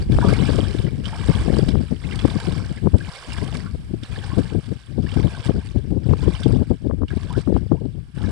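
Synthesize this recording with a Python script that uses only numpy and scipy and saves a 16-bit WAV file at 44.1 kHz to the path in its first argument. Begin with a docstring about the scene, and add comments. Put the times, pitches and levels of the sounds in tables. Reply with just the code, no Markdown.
"""A man wades away through a shallow pond, right of a hand-held camera with a left and a right microphone port.
At once wind rumbles and buffets on the left port; it barely reaches the sheltered right one.
The first stride brings a cluster of drops: each smacks the surface and rings as a trapped bubble.
About once a second a leg then pushes up a wave that breaks into bubbles and spray, with plinks of run-off.
Most later strides are fainter, trickling fades between them, and an even hiss thins out after four seconds."""
import sys
import numpy as np
from scipy import signal
from scipy.fft import rfft, irfft, next_fast_len
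from scipy.io import wavfile
from scipy.ndimage import uniform_filter1d

SR = 44100
rng = np.random.default_rng(int(sys.argv[2]) if len(sys.argv) > 2 else 0)


def unload_audio(sound):
    """Save the sound as a 16-bit wav file, at the path given as the first command line argument."""
    columns = np.transpose(np.atleast_2d(sound))
    # keep every value between -1 and 1, then stretch to whole-number steps
    steps = np.round(np.clip(columns, -1, 1) * 32767)
    wavfile.write(sys.argv[1], SR, steps.astype(np.int16))


N = 366471
TIME = np.arange(N) / SR
LIFT_S = 0.025  # rise time of water set moving by a leg
SPATTER_FALL_S = 0.013  # decay time of landing water and of run-off
RECEDE_DB_PER_S = 2  # the trickling fades as he walks away


def gain_of(db):
    """Decibels to amplitude."""
    return 10 ** (np.asarray(db) / 20)


def evened(x):
    """Scales to rms 1."""
    return x / np.sqrt(np.mean(x ** 2) + 1e-20)


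def read(points, hz):
    """Reads a spectrum on a log-frequency axis."""
    f, value = np.transpose(points)
    return np.interp(np.log(hz + 1), np.log(f + 1), value)


def curves(rows):
    """Each column of a timed table, at every sample."""
    s, *columns = np.transpose(rows)
    return [np.interp(TIME, s, c) for c in columns]


def add(mix, s, sound):
    """Mixes a sound in at a time in seconds."""
    part = mix[max(round(s * SR), 0):][:len(sound)]
    part += sound[:len(part)]


def shaped(x, gain):
    """Filters x by a gain that is a function of frequency."""
    size = next_fast_len(x.shape[-1], True)
    spectrum = rfft(x, size) * gain(np.fft.rfftfreq(size, 1 / SR))
    return irfft(spectrum, size)[..., :x.shape[-1]]


def coloured(x, spectrum):
    """Filters x by a spectrum in dB."""
    return shaped(x, lambda hz: gain_of(read(spectrum, hz)))


def band(x, low_hz, high_hz):
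    """Keeps the band between two frequencies."""
    return signal.lfilter(*signal.butter(2, [low_hz, high_hz], "band", fs=SR), x)


def wander(rate):
    """Random drift of rms 1 with about this many turns a second."""
    steps = rng.standard_normal(4096)
    return evened(np.interp(TIME * rate, np.arange(len(steps)), steps))


def puff(length, rise_s, fall_s):
    """Envelope of a short burst: quick rise, hold, quick fall."""
    t = np.arange(SR) / SR
    return np.minimum(t / rise_s, 1) * np.exp(-np.maximum(t - rise_s / 2 - length, 0) / fall_s)


# even hiss of the open air, probably breeze in the grass on the banks: start_s [s], level_db [dB, uncoloured]
AIR_HISS = [(3.9, -40), (5.85, -47), (6.9, -47)]


def open_air():
    """Steady noise whose level follows the hiss table."""
    return gain_of(curves(AIR_HISS)[0]) * rng.standard_normal(N)


def banks(x, echo_db=-16, t60=0.16, delay=.025):
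    """Weak scattered echoes off the stone banks."""
    t = np.arange(SR // 2) / SR
    taps = rng.standard_normal(len(t)) * (t >= delay) * np.exp(-np.log(1000) * t / t60)
    return gain_of(echo_db) * signal.oaconvolve(x, taps / np.linalg.norm(taps))[:N]


def wind(strength_db, spectrum, reference_db, brighten, lump_db, flutter_db, level_db):
    """Turbulence at a port: a faster flow sheds smaller eddies, so the upper bands swell and flutter most."""
    force_db = strength_db - reference_db + lump_db * wander(60)
    flow = coloured(rng.standard_normal(N), spectrum)
    # even out the noise: the gust alone sets the strength of the rumble
    power = uniform_filter1d(uniform_filter1d(flow ** 2, size=700), size=700)
    flow /= np.sqrt(power + 1e-12)
    fine = shaped(flow, lambda hz: 1 - 1 / (1 + (hz / 240) ** 4))
    fine_db = brighten * np.minimum(force_db, 5) + flutter_db * np.minimum(wander(80), 2)
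    return gain_of(reference_db + force_db + level_db) * (flow + fine * (gain_of(fine_db) - 1))


# wind on the sheltered right port: start_s [s], level_db [dB, before trim]
SHELTERED_BREEZE = [(0.23, -21), (0.46, -35), (1.28, -32.5), (2.02, -42.5), (2.42, -35.5), (3.46, -49.5),
                    (3.82, -34), (4.91, -53), (5.08, -38), (5.42, -45), (5.59, -27), (5.72, -47),
                    (6.09, -34.5), (8.31, -48.5)]
# spectrum of that wind: pitch_hz [Hz], level_db [relative dB per Hz]
SHELTERED_RUMBLE = [(15, 0), (40, 11), (65, 19.5), (110, 2), (200, -10), (400, -26.5), (1500, -82.5)]


def sheltered_wind():
    """Low turbulence on the right port, whose upper bands grow little with the wind."""
    return wind(curves(SHELTERED_BREEZE)[0], SHELTERED_RUMBLE, reference_db=-27,
                brighten=0.17, lump_db=5.0, flutter_db=4, level_db=-2.0)


# breeze on the exposed left port: start_s [s], level_db [dB, before trim]
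EXPOSED_BREEZE = [(-0.0, -23), (0.85, -20.5), (0.97, -26), (1.58, -19), (2.01, -29), (2.15, -20),
                  (2.68, -27), (3.3, -25), (3.6, -24.5), (3.78, -32), (4.19, -25), (5.2, -25), (5.32, -30),
                  (6.3, -23), (7.26, -23.5), (7.7, -23), (8.31, -31.5)]
# gusts on that port: start_s [s], length_s [s], level_db [dB, before trim]
EXPOSED_GUSTS = [(0.096, 0.39, -13.5), (0.49, 0.19, -15), (1.288, 0.018, -7), (1.345, 0.4, -17),
                 (1.733, 0.086, -14.5), (2.247, 0.0058, -6), (2.562, 0.09, -20), (2.819, 0.069, -11),
                 (2.938, 0.01, -3), (3.378, 0.09, -19), (3.732, 0.024, -15), (3.934, 0.0082, -11),
                 (4.299, 0.036, -17), (4.372, 0.046, -13), (4.547, 0.048, -15.5), (4.978, 0.096, -18),
                 (5.161, 0.1, -16), (5.456, 0.051, -13.5), (5.54, 0.053, -14.5), (5.762, 0.022, -12.5),
                 (5.875, 0.12, -19.5), (6.088, 0.044, -9.5), (6.212, 0.095, -16), (6.464, 0.15, -12),
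                 (6.705, 0.0073, -4.5), (6.883, 0.053, -12), (7.02, 0.02, -10), (7.11, 0.039, -17),
                 (7.361, 0.013, -15), (7.46, 0.16, -15), (7.714, 0.033, -10), (8.162, 0.18, -19)]
# the breeze drops out: start_s [s], length_s [s], change_db [dB]
BREEZE_LULLS = [(3.099, 0.17, -19), (4.039, 0.05, -10), (4.594, 0.036, -18), (4.775, 0.099, -16.5),
                (6.745, 0.054, -11), (7.057, 0.046, -8), (7.416, 0.03, -11), (7.751, 0.1, -3.5),
                (8.06, 0.067, -13)]


def gusting(gust_db=-2.0, rise_s=0.009, fall_s=0.0091):
    """Force of the wind on the exposed port in dB: a breeze that drops out in lulls, with gusts on top."""
    lull_db, power = np.zeros(N), np.zeros(N)
    for s, length, db in BREEZE_LULLS:
        add(lull_db, s - rise_s / 2, db * puff(length, rise_s, fall_s))
    for s, length, db in EXPOSED_GUSTS:
        gust = gain_of(db + gust_db) * puff(length, rise_s, fall_s)
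        add(power, s - rise_s / 2, gust ** 2)
    breeze = gain_of(curves(EXPOSED_BREEZE)[0] + lull_db)
    return 10 * np.log10(power + breeze ** 2)


# spectrum of the exposed wind: pitch_hz [Hz], level_db [relative dB per Hz]
EXPOSED_RUMBLE = [(15, -66), (30, -18), (50, 0), (100, 3), (180, -5), (380, -18.5), (600, -31),
                  (1000, -47.5), (2000, -86)]


def exposed_wind():
    """Strong turbulence on the left port, which brightens in the gusts."""
    return wind(gusting(), EXPOSED_RUMBLE, reference_db=-22.5,
                brighten=0.72, lump_db=3.6, flutter_db=5, level_db=0.4)


def jolt(length, colour):
    """A brief burst of pressure with a peak of 1, centred in a tenth of a second."""
    t = np.arange(-SR // 20, SR // 20) / SR
    pressure = coloured(rng.standard_normal(len(t)) * np.exp(-(t / length) ** 2), colour)
    return pressure / abs(signal.hilbert(pressure)).max()


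# eddies that strike the left port: peak_s [s], snap_db, thud_db [peak dB, before trim]
EDDY_HITS = [(0.1874, -9, -15), (0.25, -18, -6), (0.273, -20, -10.5), (0.3292, -30, -8),
             (0.4933, -17, -8.5), (0.5047, -22, -9), (0.5893, -24, -8.5), (0.75, -34, -11),
             (1.3004, -17, -13), (1.4833, -32, -8.5), (1.5032, -32, -6), (1.5688, -22, -9),
             (1.592, -31, -7.5), (1.632, -23, -22), (1.7556, -21, -11.5), (2.8623, -29, -13),
             (2.8722, -16.5, -6.5), (2.941, -12.5, -8), (4.182, -36, -24), (5.17, -23.5, -15),
             (5.4951, -26, -3.5), (6.1114, -28, -13.5), (6.136, -17, -9.5), (6.2825, -20.5, -5),
             (6.4632, -30.5, -5.5), (6.8997, -30, -12), (6.9118, -19, -21), (7.0207, -25, -16.5),
             (7.0346, -23, -11.5), (7.475, -25.5, -12), (7.503, -40, -10.5), (7.5258, -22.5, -7.5),
             (7.5654, -13, -12.5), (7.7192, -15.5, -3), (7.729, -28, -11.5)]
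# spectra of the two parts of a hit: pitch_hz [Hz], level_db [relative dB]
THUD_SPECTRUM = [(50, -9), (170, 0), (420, -1), (900, -30), (2500, -90)]
SNAP_SPECTRUM = [(250, -10), (600, -1), (1150, -2), (1700, -22), (4000, -75)]


def buffets(snap_s=0.0007, thud_s=0.004, snap_gain_db=4.5, thud_gain_db=3.5):
    """A strong eddy hits the port: a round thud with a sharp, hollow snap at its peak."""
    out = np.zeros(N)
    for s, snap_db, thud_db in EDDY_HITS:
        snap = gain_of(snap_db + snap_gain_db) * jolt(snap_s, SNAP_SPECTRUM)
        thud = gain_of(thud_db + thud_gain_db) * jolt(thud_s, THUD_SPECTRUM)
        add(out, s - len(snap) / 2 / SR, snap + thud)
    return out


# flung drops that smack the surface and trap no air: start_s [s], level_db [peak dB at the source]
DROP_SMACKS = [(0.336, -7), (0.558, -10), (2.157, -11), (2.726, -22), (2.984, -16), (3.332, -11),
               (3.444, -16), (3.57, -11.5), (5.462, -17), (7.327, -17)]


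def smacks(die_s=0.0031, low_hz=3500, high_hz=9000):
    """Each flung drop lands with a short bright crack of band-limited noise."""
    out, t = np.zeros(N), np.arange(SR // 20) / SR
    for s, db in DROP_SMACKS:
        crack = band(rng.standard_normal(len(t)) * np.exp(-t / die_s), low_hz, high_hz)
        add(out, s, gain_of(db) * crack / abs(crack).max())
    return out


# larger bubbles that chirp upwards as they surface:
# start_s [s], pitch_hz [Hz at the start], level_db [peak dB at the source]
SURFACING_BUBBLES = [(3.005, 1546, -26), (4.159, 1680, -25.5), (5.064, 1690, -26), (7.349, 1380, -28),
                     (7.769, 870, -40)]


def chirps(cycles=30, climb=0.45):
    """A surfacing bubble swells and fades; its pitch climbs ever faster, by this share in all."""
    out = np.zeros(N)
    for s, hz, db in SURFACING_BUBBLES:
        age = np.linspace(0, 1, int(cycles / hz * SR))
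        turns = np.cumsum(hz * (1 + climb * age ** 2)) / SR
        swell = np.sin(np.pi * np.sqrt(age)) ** 2
        add(out, s, gain_of(db) * swell * np.sin(2 * np.pi * turns))
    return out


def bubble(hz, t60, rise):
    """A bubble rings and dies; its pitch climbs by rise Hz a second as it nears the surface."""
    t = np.arange(int(t60 * SR) + 8) / SR
    ring = np.exp(-np.log(1000) * t / t60) * (1 - np.exp(-hz * t))
    return ring * np.sin(2 * np.pi * (hz * t + rise * t ** 2 / 2))


# single drops and air pockets: start_s [s], pitch_hz [Hz at the start], level_db [nominal peak dB at the source]
SINGLE_DROPS = [(0.119, 3790, -25), (0.213, 1430, -15.5), (0.226, 930, -11), (0.244, 627, -15.5),
                (0.262, 1120, -18.5), (0.284, 1285, -16.5), (0.285, 4550, -12.5), (0.336, 2150, -12),
                (0.452, 3720, -17.5), (0.787, 3600, -18.5), (0.846, 3020, -24), (0.866, 1960, -21),
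                (1.055, 3080, -11.5), (1.128, 855, -20.5), (1.585, 4700, -12), (1.689, 3900, -13.5),
                (2.039, 2080, -20.5), (2.111, 2750, -15.5), (2.124, 2030, -17.5), (2.191, 3360, -11),
                (2.301, 3560, -14.5), (2.773, 2040, -22.5), (3.163, 2200, -25), (3.321, 2740, -15),
                (3.662, 1353, -23.5), (4.034, 3580, -16), (4.315, 1034, -23.5), (5.09, 2740, -20),
                (5.117, 3160, -18), (6.351, 3010, -15.5), (6.433, 3590, -11.5), (7.082, 2870, -21.5),
                (7.105, 1630, -23), (7.304, 955, -22), (8.239, 1670, -24)]


def plops(rise=3500, cycles=65, smack_db=-9, smack_s=0.0067, satellite_db=-9, count=4):
    """A drop smacks the surface and traps one bubble, then a few weaker ones of other sizes."""
    out = np.zeros(N)
    for s, hz, db in SINGLE_DROPS:
        t60 = cycles / hz
        ring = bubble(hz, t60, rise)
        smack = rng.standard_normal(len(ring)) * np.exp(-np.arange(len(ring)) / (smack_s * SR))
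        smack = band(smack, hz / 2, min(2 * hz, SR / 3))
        add(out, s, gain_of(db) * (ring + 2 * gain_of(smack_db) * smack))
        for late, size in rng.random((count, 2)):
            satellite = bubble(hz * 2 ** (size - .5), t60, rise)
            add(out, s + 0.026 * late, gain_of(db + satellite_db) * satellite)
    return out


def spills(per_s=70, die_s=0.008, depth=0.45):
    """The wave breaks in little spills: each starts at once and dies away, over a steady wash."""
    kicks = (rng.random(N) < per_s / SR) * np.minimum(rng.exponential(1, N), 3)
    return evened(1 + depth * signal.lfilter([1], [1, -np.exp(-1 / (die_s * SR))], kicks))


def spray(splash_db, spill, per_s=3000, spread_db=-0.5, follow=1.0, recede_db=0.17, level_db=-37.5):
    """Fine droplets tick on the surface; they fade by recede_db a second as the water gets deeper."""
    ticks = rng.standard_normal(N) * gain_of(spread_db * np.minimum(rng.exponential(1, N), 4))
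    ticks *= rng.random(N) < per_s / SR
    ticks = evened(coloured(ticks, [(150, -30), (500, 5.0), (8000, 6.5), (12000, -4)]))
    return ticks * spill * gain_of(level_db + follow * (splash_db + 41.0) - recede_db * TIME)


def churn(splash_db, slosh_db, spill, per_s=2900, cycles=36, rise=8000, spread_db=5.0,
          level_db=-8.4, large_db=5.3, finest_hz=7000, count=56):
    """Clouds of bubbles of all sizes, shed as the wave breaks; those above finest_hz ring weakly."""
    out = np.zeros(N)
    pitches = np.geomspace(420, 10500, count)
    for hz, share in zip(pitches, pitches ** .5 / np.sum(pitches ** .5)):
        at = rng.integers(0, N, 4096)[:max(int(per_s * share * N / SR), 1)]
        size = gain_of(spread_db * np.minimum(rng.exponential(1, 4096), 3.2))[:len(at)]
        ring = bubble(hz, cycles * (.5 + rng.random()) / hz, rise * rng.uniform(0, 1.72))
        # small bubbles follow the splash, large ones the slosh
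        large = np.clip(np.log2(1700 / hz), 0, 1)
        db = (1 - large) * splash_db[at] + large * (slosh_db[at] + large_db)
        db -= 10 * np.log10(1 + (hz / finest_hz) ** 4)
        # large bubbles are fewer; each pitch's power grows with its frequency, so the cloud's spectrum is level
        balance = np.sqrt(hz / pitches.mean() * N / len(at) / np.sum(ring ** 2))
        size = evened(size) * spill[at] * gain_of(db) * balance
        places = at[:, None] + np.arange(len(ring))
        out += np.bincount(places.ravel(), np.outer(size, ring).ravel(), N)[:N]
    return gain_of(level_db) * out


def swing(s, length, arch_db, fade):
    """Envelope of water stirred by a leg: it starts at once, arches with the leg's speed, then settles."""
    lifted = np.clip((TIME - s) / LIFT_S + .5, 0, 1)
    slowness = 1 - np.sin(np.pi * np.clip((TIME - s) / length, 0, 1))
    return lifted * gain_of(-arch_db * slowness - fade * np.maximum(TIME - s - length, 0))


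# thrown water lands back on the pond: start_s [s], length_s [s], splash_db [dB, before trim]
LANDING_WATER = [(0.0, 0.023, -37), (0.72, 0.11, -41), (1.364, 0.058, -47), (1.646, 0.035, -38.5),
                 (2.376, 0.12, -40), (3.54, 0.009, -31), (4.112, 0.0073, -35), (5.437, 0.034, -33),
                 (5.64, 0.02, -43), (6.385, 0.025, -39), (7.361, 0.054, -39), (7.538, 0.034, -45)]
# a leg swings through the water: start_s [s], swing_s [s], splash_db [small bubbles, mid-swing dB before trim],
# slosh_db [large bubbles, likewise], settle_db_per_s [dB per s, small bubbles]
LEG_STRIDES = [(0.105, 0.66, -32, -36.5, 61), (1.031, 0.67, -33.5, -37, 30),
               (2.002, 0.72, -36.5, -38.5, 41), (2.963, 0.68, -36.5, -41.5, 114),
               (4.02, 0.57, -39, -43.5, 18), (5.014, 0.59, -38.5, -40.5, 24),
               (6.026, 0.6, -41, -45.5, 38.5), (7.085, 0.3, -42.5, -45, 21.5),
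               (8.148, 0.97, -39, -37.5, 35)]
SPLASH_ARCH_DB, SLOSH_ARCH_DB = 7, 9  # louder at mid-swing than at the ends of the swing
SLOSH_FADE = 7  # large bubbles die out this many times faster than small ones
SLOSH_LAG_S = 0.015  # large bubbles follow the first spray, once the leg pushes a wave
CALM_SPLASH_DB, CALM_SLOSH_DB = -50.5, -62.5  # trickling between strides, at the start, before trim
SPATTER_SLOSH_DB = -8  # a spatter's large bubbles against its small ones, before trim


def wading(spatter_rise_s=0.0033):
    """Levels of splash and slosh in dB: they follow each swinging leg and jump when thrown water lands."""
    spatter = np.zeros(N)
    for s, length, db in LANDING_WATER:
        add(spatter, s, (gain_of(db) * puff(length, spatter_rise_s, SPATTER_FALL_S)) ** 2)
    splash = gain_of(CALM_SPLASH_DB - RECEDE_DB_PER_S * TIME) ** 2 + spatter
    slosh = gain_of(CALM_SLOSH_DB - RECEDE_DB_PER_S * TIME) ** 2
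    slosh += gain_of(SPATTER_SLOSH_DB) ** 2 * spatter
    for s, length, splash_db, slosh_db, fade in LEG_STRIDES:
        small = swing(s, length, SPLASH_ARCH_DB, fade)
        large = swing(s + SLOSH_LAG_S, length - SLOSH_LAG_S, SLOSH_ARCH_DB, SLOSH_FADE * fade)
        splash += (gain_of(splash_db) * small) ** 2
        slosh += (gain_of(slosh_db) * large) ** 2
    return 10 * np.log10(splash), 10 * np.log10(slosh)


def trickle(run_off_s=0.22, run_off_db=-5, calm_db=-55):
    """Run-off of each stride in separate ringing plinks, with faint dripping between strides."""
    power = gain_of(calm_db - RECEDE_DB_PER_S * TIME) ** 2
    for s, _, splash_db, _, _ in LEG_STRIDES:
        run_off = gain_of(splash_db + run_off_db) * puff(run_off_s, LIFT_S, SPATTER_FALL_S)
        add(power, s, run_off ** 2)
    db = 10 * np.log10(power)
    return churn(db, db - 17, np.ones(N), per_s=100, cycles=75, spread_db=5, level_db=-19)


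# how each port colours water and air: pitch_hz [Hz], level_db [dB]
LEFT_COLOUR = [(250, -4.5), (600, -9), (1120, -7.5), (1370, -15.5), (1620, -2), (2000, -19.5), (2330, -10),
               (2950, -24), (3900, -17.5), (5500, -25), (6500, -28), (11200, -24.5)]
RIGHT_COLOUR = [(250, 2.5), (600, -6), (1500, -5.5), (1900, -10.5), (2230, -5.5), (2520, -9.5), (2900, -5),
                (3400, -7), (4200, -13), (4700, -8), (5500, -12), (6300, -23), (8300, -11), (11300, -22.5)]
# water sound that arrives alike at both ports: pitch_hz [Hz], share [0 to 1]
SHARED_WATER = [(1700, 0.95), (2850, 0.45), (3500, 0.78), (4800, 0.74), (6800, 0.3), (8800, 0.45)]
# lead of the left port: pitch_hz [Hz], phase_rad [radians]
LEFT_LEAD = [(600, -0.2), (2250, -0.9), (2750, -2.8), (3000, 1.2), (4000, 0)]


def ports(wash, other_wash, drops):
    """The two ports hear partly different bubbles and colour the water, its echo and the open air differently."""
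    alike = lambda hz: np.clip(read(SHARED_WATER, hz), 0, 1)
    unlike = lambda hz: np.sqrt(1 - alike(hz) ** 2)
    left = drops + shaped(wash, alike) + shaped(other_wash, unlike)
    left = shaped(left, lambda hz: np.exp(1j * read(LEFT_LEAD, hz)))
    right = wash + drops
    return np.array([coloured(water + banks(water) + open_air(), colour)
                     for water, colour in ((left, LEFT_COLOUR), (right, RIGHT_COLOUR))])


def scene():
    """Wading heard through the wind, on a left and a right port."""
    splash_db, slosh_db = wading()
    breaking, flung = spills(), spills(per_s=25, depth=1.2)
    washes = [churn(splash_db, slosh_db, breaking) + spray(splash_db, flung) for _ in range(2)]
    drops = plops() + chirps() + smacks() + trickle()
    blowing = np.array([exposed_wind() + buffets(), sheltered_wind()])
    return ports(*washes, drops) + blowing


def record(dry, ceiling=1.0, edge_hz=11900):
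    """The microphone's loudest peaks are rounded off; then the band limit."""
    rounded = dry / (1 + (dry / ceiling) ** 4) ** (1 / 4)
    low_pass = signal.firwin(255, edge_hz, window=("kaiser", 8), fs=SR)
    return signal.oaconvolve(rounded, low_pass[None], "same")


dry = scene()
out = record(dry)
unload_audio(out)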